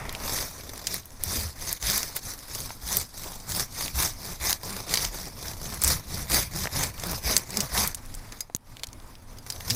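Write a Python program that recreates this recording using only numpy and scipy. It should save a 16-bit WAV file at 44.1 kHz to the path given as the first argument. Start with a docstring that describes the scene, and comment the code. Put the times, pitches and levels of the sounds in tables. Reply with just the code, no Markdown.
"""Hand saw in a dead trunk

A folding hand saw works back and forth through a thin dead trunk in a quiet wood, close to the microphone.
Each tooth tears a burst of fibres, filtered noise that rings blade and wood. Twigs snap as short noise bursts,
the blade knocks as a sum of decaying modes, the stem jolts and a stick drops as damped low swings.
A soft hush of noise lies behind, and a gain control dips after the sharpest cracks."""
import sys
import numpy as np
from scipy import signal
from scipy.io import wavfile
from scipy.ndimage import uniform_filter1d

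SR = 44100
rng = np.random.default_rng(int(sys.argv[2]) if len(sys.argv) > 2 else 0)


def convert_level_to_amplitude(level_db):
    """Map a level in decibels to its linear amplitude factor."""
    exponent = np.asarray(level_db, float) / 20
    return 10 ** exponent


def to_wav(s):
    """Save 16-bit WAV."""
    ch = np.atleast_2d(s).T  # columns
    pcm = np.round(np.clip(ch, -1, 1) * 32767)  # PCM
    wavfile.write(sys.argv[1], SR, pcm.astype(np.int16))


N = 429975
T = np.arange(N) / SR
MIDDLE_DB = -35  # tearing level of a stroke of middle effort


def evened(x):
    """Normalization: scales to rms 1."""
    return x / np.sqrt(np.mean(x ** 2) + 1e-20)


def wobble(seconds):
    """Low-pass random process: noise averaged twice over the given time, at rms 1."""
    size = round(seconds * SR)
    once = uniform_filter1d(rng.standard_normal(N), size)
    return evened(uniform_filter1d(once, size))


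def colour(x, points):
    """Minimum-phase filtering: the log gain fixes the phase through the Hilbert transform, so nothing sounds early."""
    f, db = np.transpose(points)
    hz = abs(np.fft.fftfreq(32768, 1 / SR))
    gain_db = np.interp(np.log(hz + 1), np.log(f + 1), db)
    log_gain = np.log(convert_level_to_amplitude(np.maximum(gain_db, -100)))
    response = np.exp(np.conj(signal.hilbert(log_gain)))
    taps = np.fft.ifft(response).real[:12000]
    return signal.oaconvolve(x, taps)[:len(x)]


def grainy(x, patchy_db):
    """Time-varying filtering: knots and grain shift the colour in small quick patches, the blade's bend in longer ones."""
    z = signal.stft(x, nperseg=256, noverlap=192)[2]
    knots, bend = rng.standard_normal((2, *z.shape))
    knots = evened(uniform_filter1d(uniform_filter1d(knots, size=6, axis=0), size=14, axis=1))
    bend = evened(uniform_filter1d(uniform_filter1d(bend, size=3, axis=0), size=70, axis=1))
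    patches = convert_level_to_amplitude(patchy_db * (knots + .7 * bend))
    return signal.istft(z * patches, nperseg=256, noverlap=192)[1][:N]


# saw strokes, one a row: (start [s], length [s], moment of hardest bite [share of length], tearing [dB],
#                          nominal fastest tooth rate [1/s], tooth hum against the tearing [dB])
SAW_STROKES = [(0.194, 0.34, 0.45, -31, 150, -25), (0.602, 0.3, 0.4, -45, 103, -5),
               (0.848, .18, 0.47, -34.5, 190, -11.5), (1.19, 0.36, 0.43, -28.5, 228, -12),
               (1.544, 0.26, 0.61, -34.5, 208, -28), (1.789, 0.38, 0.3, -24.5, 215, -17),
               (2.14, 0.062, .4, -34, 153, -20), (2.212, 0.15, 0.5, -35.5, 131, -14.5),
               (2.463, 0.32, 0.39, -36, 136, -9.5), (2.805, 0.27, 0.58, -27.5, 190, -12),
               (3.116, 0.33, 0.37, -39.5, 122, -22), (3.428, 0.25, 0.67, -29, 173, -9.5),
               (3.694, 0.25, .55, -33, 148, -9), (3.915, 0.24, 0.43, -23.5, 168, -15.5),
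               (4.161, 0.22, 0.71, -37, 199, -7), (4.382, 0.21, 0.54, -25, 208, -22),
               (4.586, 0.28, 0.45, -37, 202, -4), (4.859, .19, 0.54, -28, 199, -14),
               (4.96, .155, 0.52, -27, 170, -14.5), (5.097, 0.24, 0.24, -38.5, 176, -6.5),
               (5.351, .217, 0.56, -39.5, 149, -14), (5.571, 0.26, 0.55, -38, 218, -5),
               (5.797, .22, 0.44, -21.5, 175, -15), (6.041, .24, 0.64, -36, 170, -7),
               (6.274, 0.22, 0.4, -20, 197, -20), (6.487, 0.21, 0.66, -32, 195, -4),
               (6.695, 0.23, 0.5, -27.5, 149, -6.5), (6.949, 0.27, 0.65, -34.5, 174, 0),
               (7.204, 0.26, 0.42, -25.5, 231, -15), (7.452, 0.25, 0.69, -34.5, 206, 1.5),
               (7.688, 0.25, 0.47, -22.5, 217, -14), (9.433, 0.19, 0.48, -45.5, 135, -9),
               (9.659, 0.19, 0.3, -38, 265, -1.5)]
# level of the rustle of blade and brush, with the gain control's dip near 8.6 s included: (time [s], level [dB])
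RUSTLE = [(0, -51.5), (.19, -43.5), (.6, -43.5), (1.0, -51), (1.19, -54), (1.6, -54.5), (2.3, -49),
          (3.6, -52), (5, -49.5), (7.9, -51), (8.02, -52.5), (8.19, -52.5), (8.39, -53), (8.46, -62),
          (8.6, -75), (8.69, -56), (8.8, -59), (8.9, -66), (9.1, -53.5), (9.26, -66.5), (9.3, -54),
          (9.43, -58), (9.6, -48.5), (9.75, -31)]


def strokes():
    """Kinematics of the hand: tearing swells out of the rustle and sinks back, the tooth rate follows an arch."""
    rise_power, fall_power = 2.11, 1.82  # how flat-topped a stroke swells and dies away
    rest_db = np.interp(T, *np.transpose(RUSTLE))
    tear_db, effort_db = rest_db.copy(), np.full(N, float(MIDDLE_DB))
    rate, hum_db = np.full(N, 40.), np.full(N, -40.)  # between strokes
    for start, length, top, peak_db, top_hz, stroke_hum_db in SAW_STROKES:
        inside = slice(round(start * SR), round((start + length) * SR))
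        u = (T[inside] - start) / length
        top = np.clip(top, .05, .95)
        rising = abs(1 - u / top) ** rise_power
        falling = abs((u - top) / (1 - top)) ** fall_power
        swell = 1 - np.where(u < top, rising, falling)
        swollen_db = rest_db[inside] + (peak_db - rest_db[inside]) * swell
        tear_db[inside] = np.maximum(tear_db[inside], swollen_db)
        rate[inside] = top_hz * (.2 + .8 * np.sin(np.pi * u))
        hum_db[inside], effort_db[inside] = stroke_hum_db, peak_db
    count = np.cumsum(rate * (1 + .06 * wobble(.006))) / SR  # teeth passed so far
    effort_db = uniform_filter1d(effort_db, size=2000) - MIDDLE_DB
    return tear_db, effort_db, count, uniform_filter1d(hum_db, size=400)


# trunk body and shaking against the tearing, at middle effort: (time [s], trunk [dB], shaking [dB])
BODY_LEVELS = [(0, 7.5, 2.5), (.3, -5, -8.5), (1, -7, -9), (1.4, -7, -5.5), (2.1, -7, -12),
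               (2.8, -8.5, -10.5), (3.5, -8, -7), (4.5, -6, -10), (5.2, -5.5, -8.5), (6, -5.5, -1),
               (7.5, -3, -5.5), (8.2, -4.5, -7), (8.9, -3, -7.5), (9.7, -8, -7.5)]


def saw(tear_db, effort_db, count, hum_db):
    """Repeated-impact excitation: every tooth bites with a push and a puff of torn fibres, with cracks among them."""
    trunk_follows, shake_follows = 0.87, 0.6  # dB they gain for each dB of tearing
    s, trunk_db, shake_db = np.transpose(BODY_LEVELS)
    trunk_db = np.interp(T, s, trunk_db) + (trunk_follows - 1) * (tear_db - MIDDLE_DB)
    shake_db = np.interp(T, s, shake_db) + (shake_follows - 1) * (tear_db - MIDDLE_DB)

    # teeth are set left and right in turn, more unevenly heard in light strokes; each bites a little differently
    uneven = np.clip(0.38 - 0.05 * effort_db, 0, 1)
    tooth, phase = count.astype(int), count % 1
    tooth_gain = convert_level_to_amplitude(4.9 * rng.standard_normal(tooth[-1] + 1))
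    bite = (1 + uneven * (-1.) ** tooth) * tooth_gain[tooth]

    puff = 0.89 + 0.54 * bite * np.exp(-phase / 0.65)
    crack_size = convert_level_to_amplitude(2.95 * np.minimum(rng.exponential(1, N), 5))
    cracks = (rng.random(N) < 1500 / SR) * crack_size * rng.choice([-1, 1], N)  # about 1500 per second
    grit = rng.standard_normal(N) + .5 * evened(cracks)
    fibres = evened(puff * convert_level_to_amplitude(1.01 * wobble(0.015)) * grit)
    ring = signal.oaconvolve(fibres, blade_ring(ring_share=1.0, spread_db=4))[:N]
    tear = evened(grainy(evened(tear_colour(fibres)) + .22 * evened(ring), patchy_db=2.4))

    push = bite * np.exp(-phase / 0.088)
    knock = 0.19 * evened(np.diff(push, prepend=0))
    trunk = evened(grainy(trunk_colour(knock + fibres), patchy_db=2.0))
    # light strokes sound hollow, heavy ones tight: low body over high
    low_body = signal.sosfilt(signal.butter(2, 1200, fs=SR, output="sos"), trunk)
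    trunk = trunk + (convert_level_to_amplitude(1.5 - 0.33 * effort_db) - 1) * low_body

    hum = np.cos(2 * np.pi * count) + 0.3 * np.cos(4 * np.pi * count)
    hum = hum + 0.77 * uneven * np.cos(np.pi * count)  # left-right pairs, an octave down
    sawing = tear + convert_level_to_amplitude(hum_db + 2.8 * wobble(0.015)) * hum
    return convert_level_to_amplitude(tear_db) * sawing + convert_level_to_amplitude(tear_db + trunk_db) * trunk + convert_level_to_amplitude(tear_db + shake_db) * shaking()


# colour of torn fibres: (frequency [Hz], relative filter gain [dB])
TEAR_COLOUR = [(1760, -56), (3000, -12.5), (3780, -2.5), (4310, -1), (4990, 3.5), (5430, 2), (5860, 2),
               (7280, -4), (8430, -4), (12500, -4), (14700, -3), (15500, -9), (15900, -82)]


def tear_colour(x):
    """Source-filter principle: gives a noise the bright spectrum of tearing fibres."""
    return colour(x, TEAR_COLOUR)


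# modes of the steel blade: (frequency [Hz], mean relative level [dB], free ring time to -60 dB [s])
BLADE_MODES = [(4936, 0, 0.084), (6428, -3, 0.047), (7311, -22, 0.079), (9469, -20, 0.08),
               (9938, -7, 0.035), (10360, -10, 0.048), (10780, -10, 0.041), (12910, -17, 0.09),
               (13630, -6, 0.032)]


def blade_ring(ring_share, spread_db):
    """Modal superposition, peak 1: the wood shortens the steel's ring, the spot struck shifts the balance."""
    t = np.arange(SR // 6) / SR
    share = np.clip(ring_share, .1, 1)  # of the free ring time
    hz, db, t60 = np.transpose(BLADE_MODES)[:, :, None]
    struck_db = db + spread_db * rng.standard_normal(db.shape)
    decay = convert_level_to_amplitude(struck_db - 60 * t / (share * t60))
    ring = (decay * np.sin(2 * np.pi * hz * t)).sum(0)
    return ring / abs(ring).max()


# resonances of the trunk: (frequency [Hz], relative filter gain [dB])
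TRUNK_COLOUR = [(130, -18), (220, 4), (306, 5), (673, 6.5), (850, 5), (1010, 7), (1460, 3), (1830, 5),
                (2360, 3.5), (2800, -6), (3640, -6.5), (6160, -120)]


def trunk_colour(x):
    """Forced resonance: the wooden body answers whatever drives it with its own spectrum."""
    return colour(x, TRUNK_COLOUR)


# shaking of stem and ground: (frequency [Hz], relative filter gain [dB])
SHAKE_COLOUR = [(8.2, -46), (14, -4), (65, 2), (200, -7), (260, -31), (440, -120)]


def shaking():
    """Random vibration: low-frequency noise of stem and ground, at rms 1."""
    return evened(colour(rng.standard_normal(N), SHAKE_COLOUR))


def crackle(tear_db):
    """Poisson-like chance events: small snaps ride on the tearing, in rows like those of the snap table."""
    per_s, over_db = 10, 8.5  # over_db: the largest snap over the tearing
    when, size, tone, ring = rng.random((round(per_s * N / SR), 4)).T
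    s = when * (N - 1) / SR
    db = np.interp(s, T, tear_db) + over_db - 8 * size
    return np.transpose([s, db, 3500 * 2.5 ** tone, 0.0042 + 0.027 * ring])


# snaps of twigs and fibres: (time [s], burst level [dB], centre [Hz],
#                             decay to -60 dB [s], held within 0.002 to 0.06)
TWIG_SNAPS = [(0.093, -23.5, 3720, 0.012), (0.126, -26, 11665, 0.008), (0.1499, -23.5, 3200, 0.01),
              (0.778, -19, 5970, 0.0042), (0.869, -18.5, 5700, 0.038), (0.9424, -10, 11900, 0.0051),
              (0.9426, -27, 1500, 0.01), (1.0559, -34, 11192, 0.017), (1.105, -35, 6120, 0.006),
              (1.237, -2, 10950, 0.0032), (1.7283, -7, 11100, 0.0054), (1.8262, -21, 4840, 0.014),
              (1.8995, -16, 4594, 0.016), (1.9775, -10, 10510, 0.011), (2.0301, -15, 5559, 0.013),
              (2.1633, -23, 12611, 0.045), (2.165, -31.5, 1804, 0.03), (2.39, -25.5, 6560, 0.0062),
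              (2.5492, -23.5, 6100, 0.022), (2.6036, -23, 6376, 0.0077), (2.7047, -28, 1208, 0.0087),
              (2.969, -9.5, 13660, 0.017), (3.8801, -18.5, 4430, 0.0062), (4.507, -9, 5000, 0.0047),
              (4.5273, -14.5, 5230, 0.014), (4.8925, -29.5, 3913, 0.029), (4.939, -10.5, 5470, 0.022),
              (4.9555, -11.5, 4100, 0.0093), (4.973, -9, 4484, 0.011), (5.0492, -15.5, 5547, 0.016),
              (5.7431, -25, 9050, 0.012), (5.8175, -20.5, 8250, 0.026), (5.8369, -7.5, 13940, 0.018),
              (5.846, -6, 7980, 0.0086), (5.8767, -14, 8440, 0.06), (6.2986, -25, 8150, 0.017),
              (6.3186, -9, 7850, 0.0046), (6.6554, -19, 1345, 0.007), (6.6717, -16.5, 1648, 0.005),
              (6.8341, -18, 6047, 0.03), (6.9968, -29.5, 6250, 0.028), (7.0693, -26, 11190, 0.013),
              (7.1132, -24, 11620, 0.011), (7.3656, -5, 6032, 0.016), (7.377, -10.5, 9343, 0.019),
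              (7.5047, -22.5, 6710, 0.018), (7.571, -12.5, 6700, 0.014), (7.6039, -14.5, 5924, 0.037),
              (7.8746, -16.5, 11810, 0.022), (7.946, -21, 8870, 0.026), (8.053, -39, 5260, 0.0098),
              (8.0603, -36, 8470, 0.0076), (8.141, -33.5, 6170, 0.018), (8.1487, -32.5, 8890, 0.025),
              (8.3227, -33, 5320, 0.019), (8.4074, -25.5, 6840, 0.021), (8.498, -41, 800, 0.013),
              (8.5487, -6, 5470, 0.0038), (8.5628, -15.5, 14900, 0.0054), (8.7686, -31, 3630, 0.0071),
              (8.795, -37, 3790, 0.022), (8.834, -17.5, 3882, 0.0095), (8.8402, -27, 3796, 0.018),
              (8.8696, -29.5, 6320, 0.01), (8.8873, -36, 4140, 0.0086), (8.93, -32.5, 5220, 0.012),
              (9.0008, -38, 3830, 0.0053), (9.1532, -35, 3780, 0.007), (9.3857, -33.5, 5180, 0.0083),
              (9.5012, -24, 5914, 0.029), (9.6065, -27.5, 3098, 0.0089), (9.7, -14, 5246, 0.013),
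              (9.7049, -19.5, 5040, 0.068)]
# how much of a snap passes into the wood under it: (frequency [Hz], filter gain [dB])
SNAP_INTO_WOOD = [(900, 2.5), (3000, -13.5), (9000, -23)]


def snaps(tear_db):
    """Impulsive fracture: short noise bursts, strongest round their centre, drive the wood and bounce off the ground."""
    rows = np.vstack([TWIG_SNAPS, crackle(tear_db)])
    out, t = np.zeros(N + SR), np.arange(SR // 6) / SR
    for s, db, hz, t60 in rows:
        burst = rng.standard_normal(len(t))
        core, skirt = (np.clip([hz / ratio, hz * ratio], 200, SR / 2.2) for ratio in (1.25, 3.5))
        ringing = evened(signal.lfilter(*signal.butter(1, core, "band", fs=SR), burst))
        band = ringing + 0.13 * evened(signal.lfilter(*signal.butter(2, skirt, "band", fs=SR), burst))
        shape = convert_level_to_amplitude(-60 * t / np.clip(t60, .002, .06)) * np.minimum(t / .0006, 1)  # 0.6 ms attack
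        out[round(s * SR):][:len(t)] += convert_level_to_amplitude(db) * band * shape
    out += trunk_colour(colour(out, SNAP_INTO_WOOD))
    out += 0.22 * np.roll(out, round(0.0044 * SR))  # ground bounce, 4.4 ms later
    return out[:N]


# blade knocked hard enough to ring: (time [s], peak [dB], share of the free ring time [0-1], at least 0.1 used)
BLADE_KNOCKS = [(4.5294, 0.5, 0.02), (7.3657, -8.5, 0.8), (7.5048, -39, 0.35), (7.5708, -8, 0.33),
                (7.6051, -19, 0.21), (8.406, -15.5, 0.88), (9.3851, -33, 0.6), (9.5019, -15, 0.24),
                (9.5236, -18, 0.31), (9.705, -7.5, 0.45)]


def knocks():
    """Impact excitation of modes: each blow in the cut sets the blade ringing."""
    out = np.zeros(N + SR)
    for s, db, ring_share in BLADE_KNOCKS:
        ring = blade_ring(ring_share, spread_db=2.5)
        out[round(s * SR):][:len(ring)] += convert_level_to_amplitude(db) * ring
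    return out[:N]


# the stem jolts as the teeth catch: (time [s], envelope peak [dB], frequency [Hz])
STEM_JOLTS = [(1.264, -26, 84.1), (1.377, -29, 84.4), (1.442, -28.5, 80.1), (1.826, -29, 50.84),
              (2.824, -33.5, 56), (2.975, -32.5, 80.6), (3.495, -32.5, 94.4), (3.939, -27.5, 67.14),
              (4.402, -33, 66.9), (4.881, -40, 40.25), (5.041, -31, 37.3), (5.198, -41, 37.04),
              (5.843, -20.5, 67.05), (6.311, -29, 55), (7.246, -25.5, 58.9), (7.716, -30, 53.97),
              (9.711, -24.5, 110.8)]


def jolts():
    """Damped oscillation: the stem swings up and dies away within a few periods."""
    out, t = np.zeros(N + SR), np.arange(SR // 6) / SR
    for s, db, hz in STEM_JOLTS:
        swing = hz * t / 1.25  # about three swings of the stem
        envelope = np.e * swing * np.exp(-swing)
        out[round(s * SR):][:len(t)] += convert_level_to_amplitude(db) * envelope * np.sin(2 * np.pi * hz * t)
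    return out[:N]


# a stick drops on the ground by the microphone: (time [s], envelope level at onset [dB], decay to -60 dB [s])
STICK_THUD = 8.5488, -22, 0.029


def thud():
    """Damped impulse: a one-sided push that rocks back at a falling pitch."""
    s, db, t60 = STICK_THUD
    t = np.maximum(T - s, 0)
    return convert_level_to_amplitude(db - 60 * t / t60) * np.sin(2 * np.pi * 22 * t ** .6)


# colour of the hush: (frequency [Hz], relative filter gain [dB])
HUSH_COLOUR = [(10, -9), (22, 2), (34, -5.5), (60, -15), (115, -8.5), (160, -27.5), (250, -16),
               (400, -29.5), (1000, -26), (1900, -36), (2900, -40.5), (4500, -41), (7000, -48),
               (10000, -38.5), (15900, -56)]
# level of the hush, turned down briefly by the gain control in the pause: (time [s], level [dB])
HUSH_LEVEL = [(0, -42), (1, -46.5), (8.3, -44.5), (8.45, -53), (8.62, -48), (8.72, -43.5), (9.2, -45),
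              (9.75, -46)]


def wood_air():
    """Stationary noise, slowly modulated: the soft hush of the open wood with faint leaf-litter ticks."""
    tick_size = convert_level_to_amplitude(4.5 * np.minimum(rng.exponential(1, N), 4))
    ticks = (rng.random(N) < 120 / SR) * tick_size  # about 120 per second
    hush = evened(grainy(colour(rng.standard_normal(N), HUSH_COLOUR), patchy_db=1.5))
    hush = hush * convert_level_to_amplitude(2.1 * wobble(0.12))
    litter = convert_level_to_amplitude(-56) * grainy(tear_colour(ticks), patchy_db=5)
    return convert_level_to_amplitude(np.interp(T, *np.transpose(HUSH_LEVEL))) * hush + litter


def scene():
    """Linear superposition: saw, snaps, knocks, jolts, thud and air add at one microphone."""
    motion = strokes()
    tear_db = motion[0]
    mix = saw(*motion) + snaps(tear_db) + knocks() + jolts() + thud() + wood_air()
    return mix[None]


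def roll_off(x):
    """The treble ends steeply here."""
    return signal.sosfilt(signal.butter(12, 16970, fs=SR, output="sos"), x)


def record(dry):
    """Dynamic-range compression: the gain dips after sharp peaks and recovers steadily; then a low-pass band limit."""
    power_db = 10 * np.log10(abs(uniform_filter1d(dry[0] ** 2, size=40)) + 1e-12)
    fall = T * 72.0  # the held peak sinks 72 dB per second
    held_db = np.maximum.accumulate(power_db + fall) - fall
    over_db = np.maximum(held_db + 26.5, 0)  # threshold -26.5 dB
    lagged_db = signal.lfilter([.002], [1, -.998], over_db)  # lag of about 11 ms
    ducked = dry / convert_level_to_amplitude(0.24 * lagged_db)
    low_pass = signal.firwin(511, 16100, window=("kaiser", 9), fs=SR)  # edge in Hz
    mix = signal.oaconvolve(ducked, low_pass[None], "same")
    return roll_off(mix)


dry = scene()
out = record(dry)
to_wav(out)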